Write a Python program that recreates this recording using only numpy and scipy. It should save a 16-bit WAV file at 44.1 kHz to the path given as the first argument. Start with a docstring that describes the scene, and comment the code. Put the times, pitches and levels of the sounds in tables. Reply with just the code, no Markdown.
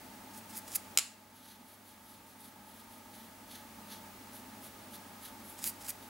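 """A powder brush and its plastic compact, close to a small microphone in a bedroom.
The bristles scrape the powder and set the pan ringing, then the lid snaps shut. A little farther off
the brush sweeps to and fro over a cheek, and at the end it is loaded once more, close up.
A computer fan and mains hum sit behind it. The snap ducks the recorder's automatic gain,
which creeps back over a few seconds."""
import sys
import numpy as np
from scipy import signal
from scipy.fft import rfft, irfft, next_fast_len
from scipy.io import wavfile
from scipy.ndimage import uniform_filter1d

SR = 44100
rng = np.random.default_rng(int(sys.argv[2]) if len(sys.argv) > 2 else 0)


def file_out(sig):
    """Save sig as 16-bit WAV at sys.argv[1]."""
    # one column per channel
    cols = np.atleast_2d(sig).T
    # limit, then scale
    lim = np.clip(cols, -1, 1)
    pcm = np.round(lim * 32767).astype(np.int16)
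    wavfile.write(sys.argv[1], SR, pcm)


N = 268549
TIME = np.arange(N) / SR

# spectra of the fan's air and the microphone's own hiss: f/Hz, relative density/dB
FAN_AIR_SPECTRUM = [(20, -20), (35, -7.5), (70, -8), (150, -6), (200, -1.5), (290, -0.5), (370, -4.5),
                    (500, -8), (750, -5.5), (1020, -8.5), (1500, -10.5), (2100, -12), (3500, -21.5),
                    (8000, -24)]
MIC_HISS_SPECTRUM = [(300, -13), (3000, 1.5), (7000, -1), (11000, .5), (15000, -1.5), (16000, -6.5)]
# resonances of the fan and its housing: f/Hz, width/Hz, level/dB
FAN_RESONANCES = [(200.2, 3.6, -64.5), (224.2, 3.7, -63), (254, 10.5, -62.5), (300, 33, -69),
                  (587, 28, -69), (635, 3.3, -72.5), (824.7, 25, -65), (866, 28, -62), (908.4, 19, -63.5),
                  (1253, 73, -66), (1656, 8.1, -73)]
# mains hum and a thin whine with mains sidebands: f/Hz, level/dB
ELECTRICAL_TONES = [(50, -81), (100, -66.5), (15575, -80), (15625, -69.5), (15675, -75)]
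# likeness of the background in left and right: f/Hz, correlation
STEREO_CORRELATION = [(60, 0.99), (250, 0.99), (640, 0.79), (1400, 0.67), (3000, 0.44), (7000, 0.68),
                      (15000, 0.86)]
# spectra coming back off the walls, from the brush and from the snap: f/Hz, relative density/dB
BRUSH_ROOM_SPECTRUM = [(100, -10), (500, -1), (2700, 9), (6000, 4), (10000, -2), (15000, -5)]
SNAP_ROOM_SPECTRUM = [(200, -34), (1000, -6), (1900, -3.5), (2700, 2), (3400, -3.5), (4100, 0), (5000, -1),
                      (6100, -6.5), (7000, 2), (7600, 0.5), (8400, -4), (10500, -2.5), (12600, -12),
                      (14000, -16)]
# heavily damped modes of the plastic case: f/Hz, level/dB, t60/s
COMPACT_MODES = [(640, -26, 0.0046), (1370, -26.5, 0.014), (2220, -21, 0.011), (2970, -15, 0.0058),
                 (4090, -17.5, 0.0095), (5040, -18.5, 0.017), (5570, -15.5, 0.0073), (6940, -10, 0.0068),
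                 (7580, -13.5, 0.0097), (8530, -16, 0.0092), (9400, -19.5, 0.017), (10600, -21, 0.0067),
                 (11700, -23, 0.0077), (12400, -22.5, 0.018), (14750, -23, 0.0067)]
# the lid shuts and rebounds: t/s, relative level/dB
LID_CONTACTS = [(.9739, 2), (.9861, -1), (.9922, -6.5)]
# stiff bristles flick off the rim of the pan: t/s, relative level/dB
RIM_FLICKS = [(.7562, -19), (.7602, -20), (5.6416, -10.5), (5.6693, -20), (5.6758, -18), (5.6795, -26),
              (5.8853, -26), (5.9046, -19.5)]
# dabs into the compact: deepest point t/s, travel since landing/s, time on the bare pan/s,
# scrape level/dB, relative ring level/dB
POWDER_DABS = [(.38, .035, 0.022, -55, -53), (.577, .074, 0.024, -48, -41),
               (0.759, 0.077, 0.011, -43.5, -27.5), (5.68, 0.088, 0.037, -41.5, -34.5),
               (5.899, 0.082, 0.018, -44.5, -36.5)]
# spectrum of bristles scraping powder: f/Hz, relative density/dB
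SCRAPE_SPECTRUM = [(400, -15), (1700, -4.5), (3200, -6), (4400, -4), (5100, 1), (6000, -2), (7000, 0.5),
                   (9000, 0), (10600, 0), (12500, -2.5), (14000, -8), (16000, -2)]
# thin ringing of the powder pan: f/Hz, width/Hz, relative level/dB
PAN_RESONANCES = [(2400, 440, -15), (4860, 87, -5), (7000, 410, -14), (8700, 250, -6), (10470, 330, -2.5),
                  (11900, 4800, -7), (12430, 210, -1), (14400, 300, -3)]
# sweeps over the cheek: top speed t/s, length/s, level/dB, pressure as rub over hiss/dB
CHEEK_SWEEPS = [(1.383, 0.076, -55.5, -4), (1.494, 0.097, -54, -.5), (1.706, .075, -56.5, -6.5),
                (1.893, .06, -55.5, -4.5), (2.096, 0.11, -57, -6), (2.298, 0.045, -56.5, -6.5),
                (2.436, 0.066, -50, -7), (2.705, .09, -59.5, -6.5), (2.8, 0.053, -55.5, -4.5),
                (2.94, 0.068, -57, -7), (3.178, 0.13, -56.5, -4.5), (3.539, 0.076, -52.5, -0.5),
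                (3.927, 0.071, -54.5, 1), (4.358, 0.045, -52, -7.5), (4.649, 0.044, -51.5, -8),
                (4.94, 0.053, -54.5, -6), (5.252, .046, -51.5, -4.5), (5.492, 0.078, -52, -12),
                (6.037, 0.048, -60.5, -3)]
# spectra of the hair tips and of the body of the brush on skin: f/Hz, relative density/dB
TIP_SPECTRUM = [(2500, -28), (7000, -11), (8500, -8), (10000, -0.5), (11500, 1.5), (12700, -2.5),
                (14000, -7), (16000, -11.5)]
RUB_SPECTRUM = [(500, -19), (1300, -7.5), (2000, -5.5), (2600, -11), (3300, -0.5), (4400, -2), (5300, -8.5),
                (6300, -4.5), (7600, -20), (12000, -38)]


def from_db(db):
    """Decibels to gain."""
    return 10 ** (np.asarray(db) / 20)


def unit_rms(x):
    """Scale to rms 1."""
    return x / np.sqrt(np.mean(x ** 2) + 1e-20)


def at_hz(points, hz):
    """Read a table on a log-frequency axis."""
    table_hz, values = np.array(points).T
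    return np.interp(np.log(np.maximum(hz, 1)), np.log(table_hz), values)


def coloured(x, spectrum):
    """Give a noise a spectrum, at rms 1."""
    size = next_fast_len(x.shape[-1])
    gain = from_db(at_hz(spectrum, np.fft.rfftfreq(size, 1 / SR)))
    return unit_rms(irfft(rfft(x, size) * gain, size)[..., :x.shape[-1]])


def pole_pair(hz, width_hz):
    """Feedback coefficients of one damped resonance."""
    r = np.exp(-np.pi * width_hz / SR)
    return [1, -2 * r * np.cos(2 * np.pi * hz / SR), r * r]


def resonate(x, hz, width_hz):
    """Two-pole resonance with gain 1 at its peak."""
    poles = pole_pair(hz, width_hz)
    return signal.lfilter(np.array([1, 0, -1]) * (1 - poles[2]) / 2, poles, x)


def clicks(rows):
    """One impulse for each row of t/s, level/dB."""
    impulses = np.zeros(N)
    for s, level_db in rows:
        impulses[round(s * SR)] += from_db(level_db)
    return impulses + 1e-18


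def panned(x, left_db, late_s=0.0):
    """Place a source at the microphone by the level and delay of left against right."""
    size = next_fast_len(N)
    delay = np.exp(-2j * np.pi * np.fft.rfftfreq(size, 1 / SR) * late_s)
    left = irfft(rfft(x, size) * delay, size)[:N]
    return np.array([left, x]) * from_db(np.array([[left_db], [-left_db]]) / 2)


def spread(pair):
    """Two unrelated noises become left and right: alike in the bass, less so higher up."""
    size = next_fast_len(N)
    alike = np.clip(at_hz(STEREO_CORRELATION, np.fft.rfftfreq(size, 1 / SR)), 0, 1)
    width = np.sqrt((1 - alike) / (1 + alike))
    mid, side = rfft(pair, size)
    return irfft(mid + width * side * [[1], [-1]], size)[:, :N]


def room_tone(air_db=-56.0, hiss_db=-58.5):
    """At the back, fan air excites its housing, over electrical tones and microphone hiss."""
    air = from_db(air_db) * coloured(rng.standard_normal((2, N)), FAN_AIR_SPECTRUM)
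    turbulence = rng.standard_normal((2, N))
    housing = sum((-1) ** k * from_db(db) * unit_rms(resonate(turbulence, hz, width))
                  for k, (hz, width, db) in enumerate(FAN_RESONANCES))
    hiss = from_db(hiss_db) * coloured(rng.standard_normal((2, N)), MIC_HISS_SPECTRUM)
    tones = sum(np.sqrt(2) * from_db(db) * np.sin(2 * np.pi * (hz * TIME + rng.random()))
                for hz, db in ELECTRICAL_TONES)
    return spread(air + housing + hiss) + tones


def bedroom(x, wet_db, colour, t60=0.39, treble_t60=0.27, split_hz=8500, build_s=0.0017):
    """The walls return a short, dense reverberation, fairly narrow in stereo; its treble dies first."""
    t = TIME[:SR // 2]
    mid, side = coloured(rng.standard_normal((2, len(t))), colour)
    walls = mid + 0.46 * side * np.array([[1], [-1]])
    low, high = (signal.sosfilt(signal.butter(4, split_hz, kind, fs=SR, output="sos"), walls)
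                 for kind in ("low", "high"))
    echo = low * 1000 ** (-t / t60) + high * 1000 ** (-t / treble_t60)
    echo *= 1 - np.exp(-t / build_s)
    echo /= np.sqrt(np.sum(echo ** 2) / 2)
    return from_db(wet_db) * signal.fftconvolve(x[None], echo, axes=1)[:, :N]


def plastic_case(force):
    """The struck compact rings briefly in its damped modes."""
    ring = np.zeros(N)
    for k, (hz, level_db, t60) in enumerate(COMPACT_MODES):
        r, w = from_db(-60 / (t60 * SR)), 2 * np.pi * hz / SR
        mode = signal.lfilter([0, np.sin(w)], [1, -2 * r * np.cos(w), r * r], force)
        ring += (-1) ** k * from_db(level_db) * mode
    return ring


def lid_snap(bend_hz=7000, bend_width_hz=4200):
    """Close up, bending waves in the plastic disperse and smear each contact over a millisecond as the case
    rings."""
    poles = pole_pair(bend_hz, bend_width_hz)
    force = clicks(LID_CONTACTS)
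    for _ in range(3):
        force = signal.lfilter(poles[::-1], poles, force)   # all-pass
    return plastic_case(force)


def swell(s, rise_s, fall_s, level_db):
    """Brush speed rises smoothly to its top at time s and falls again."""
    from_top = (TIME - s) / np.where(TIME < s, rise_s, fall_s)
    return from_db(level_db) * np.exp(-np.minimum(from_top ** 2, 50) / 2)


def together(envelopes):
    """Overlapping strokes add in power."""
    return np.sqrt(sum(e ** 2 for e in envelopes))


def bristles(per_s, size_db):
    """Countless hairs catch and slip, each a tiny impulse; size_db scatters their sizes."""
    sizes = from_db(size_db * np.minimum(rng.exponential(1, N), 4))
    signs = rng.choice([-1, 1], N)
    slipping = rng.random(N) < per_s / SR
    return unit_rms(sizes * signs * slipping)


def rim_flicks(low_cut_hz=3200, tick_db=4.0):
    """A bristle released from the rim gives a bright, dry tick."""
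    low_cut = signal.butter(2, low_cut_hz, "high", fs=SR, output="sos")
    return from_db(tick_db) * signal.sosfilt(low_cut, clicks(RIM_FLICKS))


def flutter(per_s, depth_db=2.5):
    """A gain that wavers at random, gliding to a new value per_s times a second."""
    knots = rng.standard_normal(N // 10)
    return from_db(depth_db * np.interp(TIME * per_s, np.arange(len(knots)), knots))


def powder_dabs(landing_s=0.0088, lead_s=0.01, lift_s=0.018, ring_db=-1.5):
    """Close up, bristles land and scrape over the powder; where they reach the bare pan it rings."""
    on_powder, on_pan = [], []
    for s, travel_s, contact_s, scrape_db, pan_db in POWDER_DABS:
        landing_db = -31 + 0.39 * scrape_db   # a soft brushing, a little louder before a hard scrape
        on_powder.append(swell(s - travel_s, landing_s, landing_s, landing_db))
        # the scrape peaks just before the deepest point and ends as the brush lifts
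        on_powder.append(swell(s - lead_s, 0.45 * travel_s, lift_s, scrape_db))
        on_pan.append(swell(s, 0.55 * contact_s, 0.45 * contact_s, pan_db))
    slips = bristles(per_s=9000, size_db=1.0) * flutter(per_s=440)
    scrape = together(on_powder) * coloured(slips, SCRAPE_SPECTRUM)
    pan = sum(from_db(db) * resonate(slips, hz, width) for hz, width, db in PAN_RESONANCES)
    return scrape + from_db(ring_db) * together(on_pan) * unit_rms(pan)


def cheek_sweeps(rise_share=0.44, rub_lag_s=0.0026):
    """Hair tips hiss on the skin; the body of the brush follows with a lower rub, louder if pressed."""
    speed, pressed = [], []
    for s, length_s, level_db, pressure_db in CHEEK_SWEEPS:
        rise_s = rise_share * length_s
        speed.append(swell(s, rise_s, length_s - rise_s, level_db))
        pressed.append(swell(s + rub_lag_s, rise_s, length_s - rise_s, level_db + pressure_db))
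    tips = together(speed) * coloured(bristles(per_s=16000, size_db=3.0), TIP_SPECTRUM)
    rub = together(pressed) * coloured(bristles(per_s=15000, size_db=0.0), RUB_SPECTRUM)
    return (tips + rub) * flutter(per_s=70)


def scene():
    """Brush and compact near the microphone, just right of centre, with the bedroom around them."""
    loading = powder_dabs() + rim_flicks()
    cheek = cheek_sweeps()
    snap = panned(lid_snap(), left_db=-1.0, late_s=7e-6)
    brush = panned(loading, left_db=-1.3, late_s=5e-6) + panned(cheek, left_db=-0.5)
    # the walls get what the case radiates in all directions, a smoother spectrum than the direct snap
    snap_room = bedroom(clicks(LID_CONTACTS), wet_db=-2.5, colour=SNAP_ROOM_SPECTRUM)
    # the cheek is farther from the microphone, so wetter
    brush_room = bedroom(loading + from_db(2.5) * cheek, wet_db=-16.5, colour=BRUSH_ROOM_SPECTRUM)
    return snap + brush + snap_room + brush_room + room_tone()


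def automatic_gain(x, threshold_db=-31.0, most_cut_db=7.0, recovery_s=2.93, attack_s=0.026):
    """A loud sound charges the detector and ducks the gain; the charge drains at a steady rate."""
    power = uniform_filter1d(np.mean(x ** 2, axis=0), SR // 50)
    level = np.sqrt(np.maximum(power, 0))
    full = from_db(most_cut_db) - 1
    charge = np.clip((level / from_db(threshold_db)) ** 4 - 2, 0, full)
    drain = full * TIME / recovery_s
    held = np.maximum.accumulate(charge + drain) - drain
    r = np.exp(-1 / (attack_s * SR))
    return x / (1 + signal.lfilter([1 - r], [1, -r], held))


def record(dry, cutoff_hz=15800):
    """The recorder rides the gain, then cuts the top steeply."""
    high_cut = signal.ellip(12, .1, 80, cutoff_hz, fs=SR, output="sos")
    return signal.sosfilt(high_cut, automatic_gain(dry))


dry = scene()
out = record(dry)
file_out(out)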